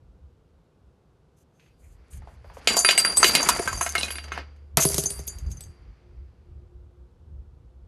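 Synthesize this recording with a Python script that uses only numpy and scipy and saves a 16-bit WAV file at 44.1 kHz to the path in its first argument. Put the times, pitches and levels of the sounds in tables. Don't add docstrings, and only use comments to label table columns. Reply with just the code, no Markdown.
import sys
import numpy as np
from scipy import signal
from scipy.fft import rfft, irfft, next_fast_len
from scipy.io import wavfile

SR = 44100
rng = np.random.default_rng(int(sys.argv[2]) if len(sys.argv) > 2 else 0)


def dump(signal):
    limited = np.clip(np.atleast_2d(signal).T, -1, 1)
    pcm = np.round(limited * 32767).astype(np.int16)
    wavfile.write(sys.argv[1], SR, pcm)


N = 347194

# (pitch_hz, density_db)
AIR_SPECTRUM = [(59, -23.5), (100, -6), (161, -6), (220, -12.5), (313, -13.5), (354, -13.5), (525, -13),
                (571, -21.5), (646, -20), (1480, -28), (1790, -35), (3610, -37.5), (14200, -52)]
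AIR_DB = -63
# (start_s, level_db)
WIND_SPELLS = [
    [(0.0, -48.5), (0.76, -68), (0.89, -53.5), (0.95, -63), (1.67, -63), (2.01, -46), (2.08, -63),
     (2.15, -38), (2.39, -49.5), (3.09, -53), (3.22, -37), (3.38, -50.5), (3.8, -32.5)],
    [(4.76, -37.5), (4.92, -40), (5.34, -43.5), (5.48, -27), (5.63, -45.5), (5.69, -34.5), (5.74, -53.5),
     (5.91, -37.5), (5.94, -51), (6.47, -47), (6.8, -56.5), (7.37, -46), (7.87, -50)],
]
# (pitch_hz, width_hz per filter pass, level_db)
WIND_MODES = [(48.5, 15, -5.5), (63, 31, 3), (118, 60, -11.5)]
UNDER_BOOM_DB = -55
BUFFET_DB, BUFFET_RATE_HZ = 3, 3

# (start_s, length_s, level_db, favoured_pitch_hz, singing_db)
SLIDE_STROKES = [(1.359, 0.084, -68, 6400, 4), (1.515, 0.2, -87, 6000, 37), (1.568, 0.18, -76, 2600, 6),
                 (1.67, 0.16, -83, 4730, 23), (1.769, 0.21, -75, 7050, 25), (1.82, 0.069, -70.5, 2090, 5),
                 (1.958, 0.094, -76, 1450, 0), (2.096, 0.1, -67.5, 7500, 37.5),
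                 (2.27, 0.098, -75.5, 7240, 22), (2.433, 0.089, -69, 4930, 20),
                 (2.528, 0.08, -60.5, 6360, 10), (3.235, 0.1, -29.5, 4200, 5.5),
                 (3.238, 0.068, -22, 6400, 11), (4.792, 0.059, -23.5, 6500, 27),
                 (4.848, 0.093, -46, 10770, 24.5), (5.098, 0.13, -54, 9600, 0),
                 (5.265, 0.026, -45.5, 11270, 2), (5.496, 0.04, -54.5, 6360, 19.5)]
# (pitch_hz, density_db)
SLIDE_SPECTRUM = [(1470, -13.5), (2500, -4), (5210, -17.5), (6970, -15.5), (12400, -2), (13200, -8),
                  (14200, -32.5)]
# (start_s, level_db, colour_hz)
HAND_TAPS = [(1.596, -48, 1950), (1.662, -54.5, 1820), (2.04, -61, 1480), (2.133, -47, 1940),
             (2.22, -44.5, 740), (2.273, -34.5, 600), (2.444, -39, 530), (2.499, -38.5, 590),
             (2.569, -31.5, 553)]
# (start_s, grit_db, rumble_db)
RUBBING_SPELLS = [
    [(1.8, -106, -77.5), (2.16, -80, -64.5), (2.44, -86, -66.5), (2.59, -74, -54.5), (2.67, -65, -50)],
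    [(2.68, -38.5, -33.5), (2.87, -35, -40.5), (3.03, -45.5, -37.5), (3.16, -43, -42), (3.27, -35, -30),
     (3.45, -34, -30.5), (3.77, -43, -45.5), (3.93, -47, -47.5), (4.05, -43, -40), (4.22, -60, -55),
     (4.39, -101.5, -41), (4.46, -100, -59), (4.57, -97, -68), (4.75, -95.5, -78.5)],
    [(4.775, -49, -21), (4.83, -36, -39.5), (4.94, -32, -45), (5.075, -43.5, -51.5), (5.3, -64.5, -57.5),
     (5.72, -75, -65.5), (5.9, -108, -67.5), (6.7, -115, -81.5)],
]
# (pitch_hz, density_db)
GRIT_SPECTRUM = [(1760, -52.5), (3000, -19), (5390, -4), (6340, -0.5), (8010, -5), (10900, -2),
                 (12500, -17), (14200, -30)]
# (pitch_hz, density_db)
RUMBLE_SPECTRUM = [(88, -44.5), (150, 4.5), (2200, -0.5), (3290, -8.5), (3830, -12.5), (4830, -4.5),
                   (5220, -13.5), (6000, -14.5), (7800, -33), (13200, -120)]

# (start_s, knock_db, colour_hz, crack_db, low_ring_db, upper_ring_db, favoured_pitch_hz)
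PIPE_BLOWS = [(2.673, -2.5, 2510, -13, -17, -8, 7440), (2.767, -19.5, 690, -3.5, -19.5, -11.5, 7130),
              (2.789, -40, 705, -12, -59, -3.5, 6670), (2.847, -7.5, 1850, -33, -15, -8.5, 10000),
              (2.888, -4, 2450, -17.5, -52, -13.5, 7570), (2.908, -10, 2210, -5.5, -17, -21, 9960),
              (2.928, -25, 1250, -40, -28, -36, 6300), (2.977, -9, 2000, -9, -13, -3.5, 8500),
              (2.999, -25, 2150, -7.5, -27, -32, 7400), (3.048, -14.5, 1620, -14.5, -18.5, -13, 9700),
              (3.17, -30, 690, -9, -26, -2, 8550), (3.229, -5, 1390, -11.5, -10.5, -4.5, 6250),
              (3.243, -2, 2170, -1, -22.5, -22.5, 6200), (3.351, -3.5, 2670, 2, -17, -23.5, 9440),
              (3.428, -28, 740, -20, -32, -13.5, 6700), (3.488, -11, 1200, 1.5, -22.5, -15, 6800),
              (3.594, -24.5, 430, -41.5, -39.5, -26.5, 9760), (3.624, -40, 735, -38, -38, -22, 7400),
              (3.675, -18.5, 1130, -23, -38, -23, 6730), (3.728, -26.5, 1030, -27, -32, -22, 6730),
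              (3.774, -40, 680, -39, -60, -21, 5980), (3.81, -18, 1230, -22, -43, -10, 5800),
              (3.826, -46, 403, -38, -51, -9, 5940), (3.863, -21.5, 1310, -20, -46, -22, 6630),
              (3.891, -52, 2180, -20.5, -45, -22.5, 6280), (3.952, -13.5, 1580, -14, -33.5, -55, 6300),
              (3.98, -17.5, 3600, -36.5, -62, -22, 8800), (4.01, -20, 3450, -36, -55, -47, 8960),
              (4.031, -16.5, 3330, -26, -57, -39, 9300), (4.082, -29, 2010, -34, -44.5, -38, 9500),
              (4.105, -23, 2130, -43, -37.5, -22, 11930), (4.155, -32.5, 2200, -54.5, -39, -30, 10100),
              (4.183, -26, 2020, -50, -42, -49, 10600), (4.24, -36, 2200, -37.5, -47.5, -38, 5900),
              (4.282, -42, 1900, -48, -59.5, -58, 6300), (4.319, -22, 1430, -42, -58, -34, 6250),
              (4.376, -24.5, 1296, -37, -58.5, -60.5, 6700), (4.562, -59.5, 1940, -63, -75, -70.5, 6400)]
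# (start_s, thud_db, colour_hz, crack_db, low_ring_db, upper_ring_db, favoured_pitch_hz)
GRAVEL_BLOWS = [(4.771, -12.5, 614, 5.5, -37, -26, 6400), (4.8, -26, 626, -14.5, -48.5, -34, 6500),
                (4.851, -16, 436, -9, -29, -11.5, 10400), (4.902, -29, 390, -24, -40, -37, 6480),
                (4.943, -28, 395, -8, -55, -29, 6270), (4.981, -20, 378, -6, -41, -9.5, 6180),
                (5.037, -32, 379, -13, -38, -23, 9050), (5.058, -32, 386, -23, -43, -12, 6280),
                (5.104, -35, 390, -18.5, -41, -21, 8830), (5.191, -36, 375, -30, -60, -36, 6260),
                (5.277, -42.5, 376, -23.5, -40, -19.5, 6600), (5.385, -55, 355, -33.5, -62.5, -40.5, 6440),
                (5.463, -66, 350, -56, -55, -49, 6360), (5.515, -68.5, 348, -34, -69, -36, 6520),
                (5.57, -67, 348, -47, -57.5, -43, 6300), (5.607, -54, 347, -27, -53.5, -36.5, 8066),
                (5.637, -60, 361, -36.5, -67, -40, 6370)]
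# (pitch_hz, level_db, t60_s)
CASTING_MODES = [(4712, -5, .75), (4762, -6, 0.3), (6262, -7, .1), (6400, -7, .08), (6490, -8, .09),
                 (7031, -7, .17), (8066, -6, .22), (8995, -11, .13), (9424, -3, .25), (9500, -8, .15),
                 (10163, -9, .08), (10900, -5, .25), (10965, -5, .25), (11542, -11, .25), (12920, -15, .25)]
LOW_KEPT, UPPER_KEPT = 0.7, 0.4
FAVOUR_DB_PER_OCTAVE, FAVOUR_MOST_DB = 89, 21
DETUNE = .0018
CONTACT_CHANGE_S = 0.00061
# (pitch_hz, width_hz, level_db)
PIPE_MODES = [(172, 40, 18), (370, 60, 11), (690, 37, 14), (1000, 200, 3), (1311, 28, 11), (1558, 25, 6),
              (2150, 32, 9), (2495, 30, 7), (2780, 35, 7), (2932, 35, 7), (3965, 35, 8)]
WALL_SPREAD_DB = 3.5
CONTACT_T60_S, PIPE_ECHO_T60_S, PIPE_ECHO_DB = .018, .17, -10
BODY_HZ, BODY_DB = 450, -19.5
PIPE_DULLS_HZ = 11000

# (start_s, attack_s, hold_s, release_s to -60 dB, pitch_hz, level_db)
PIPE_BOOM = (3.72, .06, .62, 1.9, 72.3, -41)
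# (start_s, attack_s, hold_s, release_s to -60 dB, pitch_hz, level_db)
FAR_HUM = (4, 1.97, 0.7, 7, 354, -66.5)
# (pitch_hz, level_db, t60_s)
GRAVEL_MODES = [(148.6, 0, 0.08), (264, -7, 0.11), (400, -7, 0.22), (640, -9.5, 0.27)]
CRUNCH_DB, CRUNCH_T60_S = -16, 0.083

LIMIT_DB, HELD_FALL_DB_PER_S, SQUEEZE = -3.5, 143.5, 0.42
TOP_CUT_HZ = 14500


def from_db(db):
    return 10 ** (np.asarray(db) / 20)


def rms_one(x):
    return x / np.sqrt(np.mean(x ** 2) + 1e-20)


def in_time(rows, outside=None):
    s, *columns = np.transpose(rows)
    return [np.interp(np.arange(N) / SR, s, c, outside, outside) for c in columns]


def coloured(x, spectrum):
    size = next_fast_len(N)
    log_hz = np.log(np.arange(size // 2 + 1) * SR / size + 1)
    point_hz, point_db = np.transpose(spectrum)
    gain = from_db(np.interp(log_hz, np.log(point_hz), point_db))
    return rms_one(irfft(rfft(x, size) * gain, size)[:N])


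def resonance(x, hz, width_hz):
    r = np.exp(-np.pi * width_hz / SR)
    zeros = [(1 - r * r) / 2, 0, (r * r - 1) / 2]
    poles = [1, -2 * r * np.cos(2 * np.pi * hz / SR), r * r]
    return signal.lfilter(zeros, poles, x)


def wobble(rate_hz):
    low_pass = signal.butter(2, rate_hz, fs=SR / 32, output="sos")
    coarse = signal.sosfilt(low_pass, rng.standard_normal(N // 32 + 2))
    return np.interp(np.arange(N) / 32, np.arange(len(coarse)), rms_one(coarse))


def add(out, s, x):
    i = round(s * SR)
    out[i:i + len(x)] += x[:N - i]


def burst(t60, attack_s):
    t = np.arange(SR // 3) / SR
    envelope = (1 - np.exp(-t / attack_s)) * from_db(-60 * t / max(t60, .003))
    return rng.standard_normal(len(t)) * envelope


def knock(hz, t60, tail_db):
    sharp = resonance(resonance(burst(CONTACT_T60_S, 0.0004), hz, 0.9 * hz), hz, 0.9 * hz)
    tail = resonance(resonance(burst(t60, 0.0018), hz, 1.2 * hz), hz, 2.0 * hz)
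    return sharp / np.abs(sharp).max() + from_db(tail_db) * tail / np.abs(tail).max()


def crack(t60, low_hz, tail_db):
    x = burst(0.01, 0.0009) + from_db(tail_db) * burst(t60, 0.0049)
    x = signal.sosfilt(signal.butter(2, low_hz, "high", fs=SR, output="sos"), x)
    return x / np.abs(x).max()


def off_pitch(hz, favoured_hz, db_per_octave, most_db):
    octaves = np.abs(np.log2(hz / np.asarray(favoured_hz)))
    return -np.minimum(db_per_octave * octaves, most_db)


def ringing(times, levels_db, modes, kept, spread_db, flutter_db):
    out = np.zeros(N)
    at = [round(s * SR) for s in times]
    ends = at[1:] + [min(N, at[-1] + SR)]
    strengths, bends = rng.standard_normal((2, len(at), len(modes)))
    for k, (hz, db, t60) in enumerate(modes):
        before, line = 0, np.zeros(N)
        for i, end, level_db, chance, bend in zip(at, ends, levels_db(hz), strengths[:, k], bends[:, k]):
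            turn = 2j * np.pi * hz * (1 + DETUNE * bend) / SR - np.log(1000) / (t60 * SR)
            struck = from_db(level_db + db + spread_db * chance)
            strength = np.hypot(kept * abs(before), struck)
            after = strength * np.exp(1j * (np.angle(before) + chance))
            steps = np.arange(end - i)
            swing = after + (before - after) * np.exp(-steps / (CONTACT_CHANGE_S * SR))
            line[i:end] = (swing * np.exp(turn * steps)).imag
            before = swing[-1] * np.exp(turn * (end - i))
        out += line * from_db(flutter_db * wobble(38))
    return out


def tone(shape, waver_hz, waver):
    start, attack, hold, release, hz, db = shape
    t = np.arange(N) / SR - start
    fade_db = -60 * np.maximum(t - attack - hold, 0) / release
    swell = np.clip(t / attack, 0, 1) * from_db(db + fade_db)
    sine = np.sqrt(2) * np.sin(2 * np.pi * hz * t)
    return swell * (1 + waver * wobble(waver_hz)) * sine


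def distant_air():
    return from_db(AIR_DB) * coloured(rng.standard_normal(N), AIR_SPECTRUM)


def wind():
    lumps = np.zeros(N)
    for hz, width_hz, db in WIND_MODES:
        once = resonance(rng.standard_normal(N), hz, width_hz)
        lumps += from_db(db) * rms_one(resonance(once, hz, width_hz))
    under_boom = [(3.86, UNDER_BOOM_DB), (4.7, UNDER_BOOM_DB)]
    gusts_db = in_time(WIND_SPELLS[0] + under_boom + WIND_SPELLS[1])[0]
    return from_db(gusts_db + BUFFET_DB * wobble(BUFFET_RATE_HZ)) * rms_one(lumps)


def slides():
    out = np.zeros(N)
    hiss = coloured(rng.standard_normal(N), SLIDE_SPECTRUM) * from_db(1.2 * wobble(60))
    for s, length_s, db, favoured_hz, sing_db in SLIDE_STROKES:
        stroke = np.zeros(SR // 2)
        length = round(length_s * SR)
        stroke[:length] = signal.windows.tukey(length, .5)
        x = from_db(db) * stroke * hiss[round(s * SR):][:len(stroke)]
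        sung = sum(from_db(off_pitch(hz, favoured_hz, 50, 40)) * resonance(x, hz, 46)
                   for hz, mode_db, t60 in CASTING_MODES)
        band = resonance(x, favoured_hz, 0.19 * favoured_hz)
        add(out, s, 0.13 * x + 3.5 * band + from_db(sing_db) * sung)
    return out


def taps():
    out = np.zeros(N)
    for s, level_db, hz in HAND_TAPS:
        add(out, s, from_db(level_db) * knock(hz, 0.33, tail_db=-9.0))
    return out


def rubbing(per_s, size_db, sing_db, clump_db):
    grit_db, rumble_db = np.max([in_time(rows, -120) for rows in RUBBING_SPELLS], axis=0)
    grains = (rng.random(N) < per_s / SR) * rng.standard_normal(N)
    grains = grains * from_db(size_db * np.minimum(rng.exponential(1, N), 4))
    grit = from_db(grit_db + clump_db * wobble(40)) * coloured(grains, GRIT_SPECTRUM)
    sung = sum(from_db(db) * resonance(grit, hz, 40) for hz, db, t60 in CASTING_MODES)
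    lumps_db = 3 * np.clip((rumble_db + 70) / 25, 0, 1)
    rumble = coloured(rng.standard_normal(N), RUMBLE_SPECTRUM)
    rumble = from_db(rumble_db + lumps_db * wobble(30)) * rumble
    return grit + from_db(sing_db) * sung + rumble


def casting():
    blows = np.array(PIPE_BLOWS + GRAVEL_BLOWS)
    s, low_db, upper_db, favoured_hz = blows[:, [0, 4, 5, 6]].T

    def upper_levels(hz):
        return upper_db + off_pitch(hz, favoured_hz, FAVOUR_DB_PER_OCTAVE, FAVOUR_MOST_DB)

    low = ringing(s, lambda hz: low_db, CASTING_MODES[:2], LOW_KEPT, spread_db=1.5, flutter_db=2.0)
    upper = ringing(s, upper_levels, CASTING_MODES[2:], UPPER_KEPT, spread_db=2.0, flutter_db=3.0)
    return low + upper


def pipe():
    out, cracks = np.zeros((2, N))
    shares = from_db(WALL_SPREAD_DB * rng.standard_normal((len(PIPE_BLOWS), len(PIPE_MODES))))
    for (s, knock_db, hz, crack_db, *rings), share in zip(PIPE_BLOWS, shares):
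        body = from_db(BODY_DB) * knock(BODY_HZ, .05, -10)
        hit = from_db(knock_db) * (knock(hz, PIPE_ECHO_T60_S, PIPE_ECHO_DB) + body)
        wall = sum(k * from_db(db) * resonance(hit, mode_hz, width_hz)
                   for k, (mode_hz, width_hz, db) in zip(share, PIPE_MODES))
        add(out, s, hit + wall)
        add(cracks, s, from_db(crack_db) * crack(0.054, 4300, tail_db=-6.5))
    dulling = signal.butter(2, PIPE_DULLS_HZ, fs=SR, output="sos")
    return out + signal.sosfilt(dulling, cracks + 1e-18)


def pipe_boom():
    return tone(PIPE_BOOM, 12, waver=0.094)


def far_hum():
    return tone(FAR_HUM, 6, waver=.5)


def gravel():
    s, thud_db, colour_hz = np.transpose(GRAVEL_BLOWS)[:3]

    def bed_levels(hz):
        return thud_db + (hz > GRAVEL_MODES[0][0]) * off_pitch(hz, colour_hz, 13, 42)

    out = ringing(s + .004, bed_levels, GRAVEL_MODES, kept=.5, spread_db=1.2, flutter_db=1.5)
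    for start_s, level_db, hz, crack_db, *rings in GRAVEL_BLOWS:
        thud = from_db(level_db) * knock(hz, 0.1233, tail_db=-14.5)
        stones = from_db(crack_db) * crack(CRUNCH_T60_S, 3270, CRUNCH_DB)
        add(out, start_s, thud + stones)
    return out


def scene():
    background = distant_air() + wind() + pipe_boom() + far_hum()
    friction = slides() + rubbing(5100, size_db=4.5, sing_db=0.5, clump_db=2.5)
    blows = taps() + casting() + pipe() + gravel()
    return (background + friction + blows)[None]


def record(dry):
    ramp = HELD_FALL_DB_PER_S * np.arange(N) / SR
    peak_db = 20 * np.log10(np.abs(dry) + 1e-6)
    held_db = np.maximum.accumulate(peak_db + ramp, axis=1) - ramp
    duck_db = signal.lfilter([.006], [1, -.994], SQUEEZE * np.maximum(held_db - LIMIT_DB, 0))
    level = .95 * np.tanh(dry * from_db(-duck_db) / .95)
    return signal.sosfilt(signal.cheby2(10, 55, TOP_CUT_HZ, fs=SR, output="sos"), level)


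dry = scene()
out = record(dry)
dump(out)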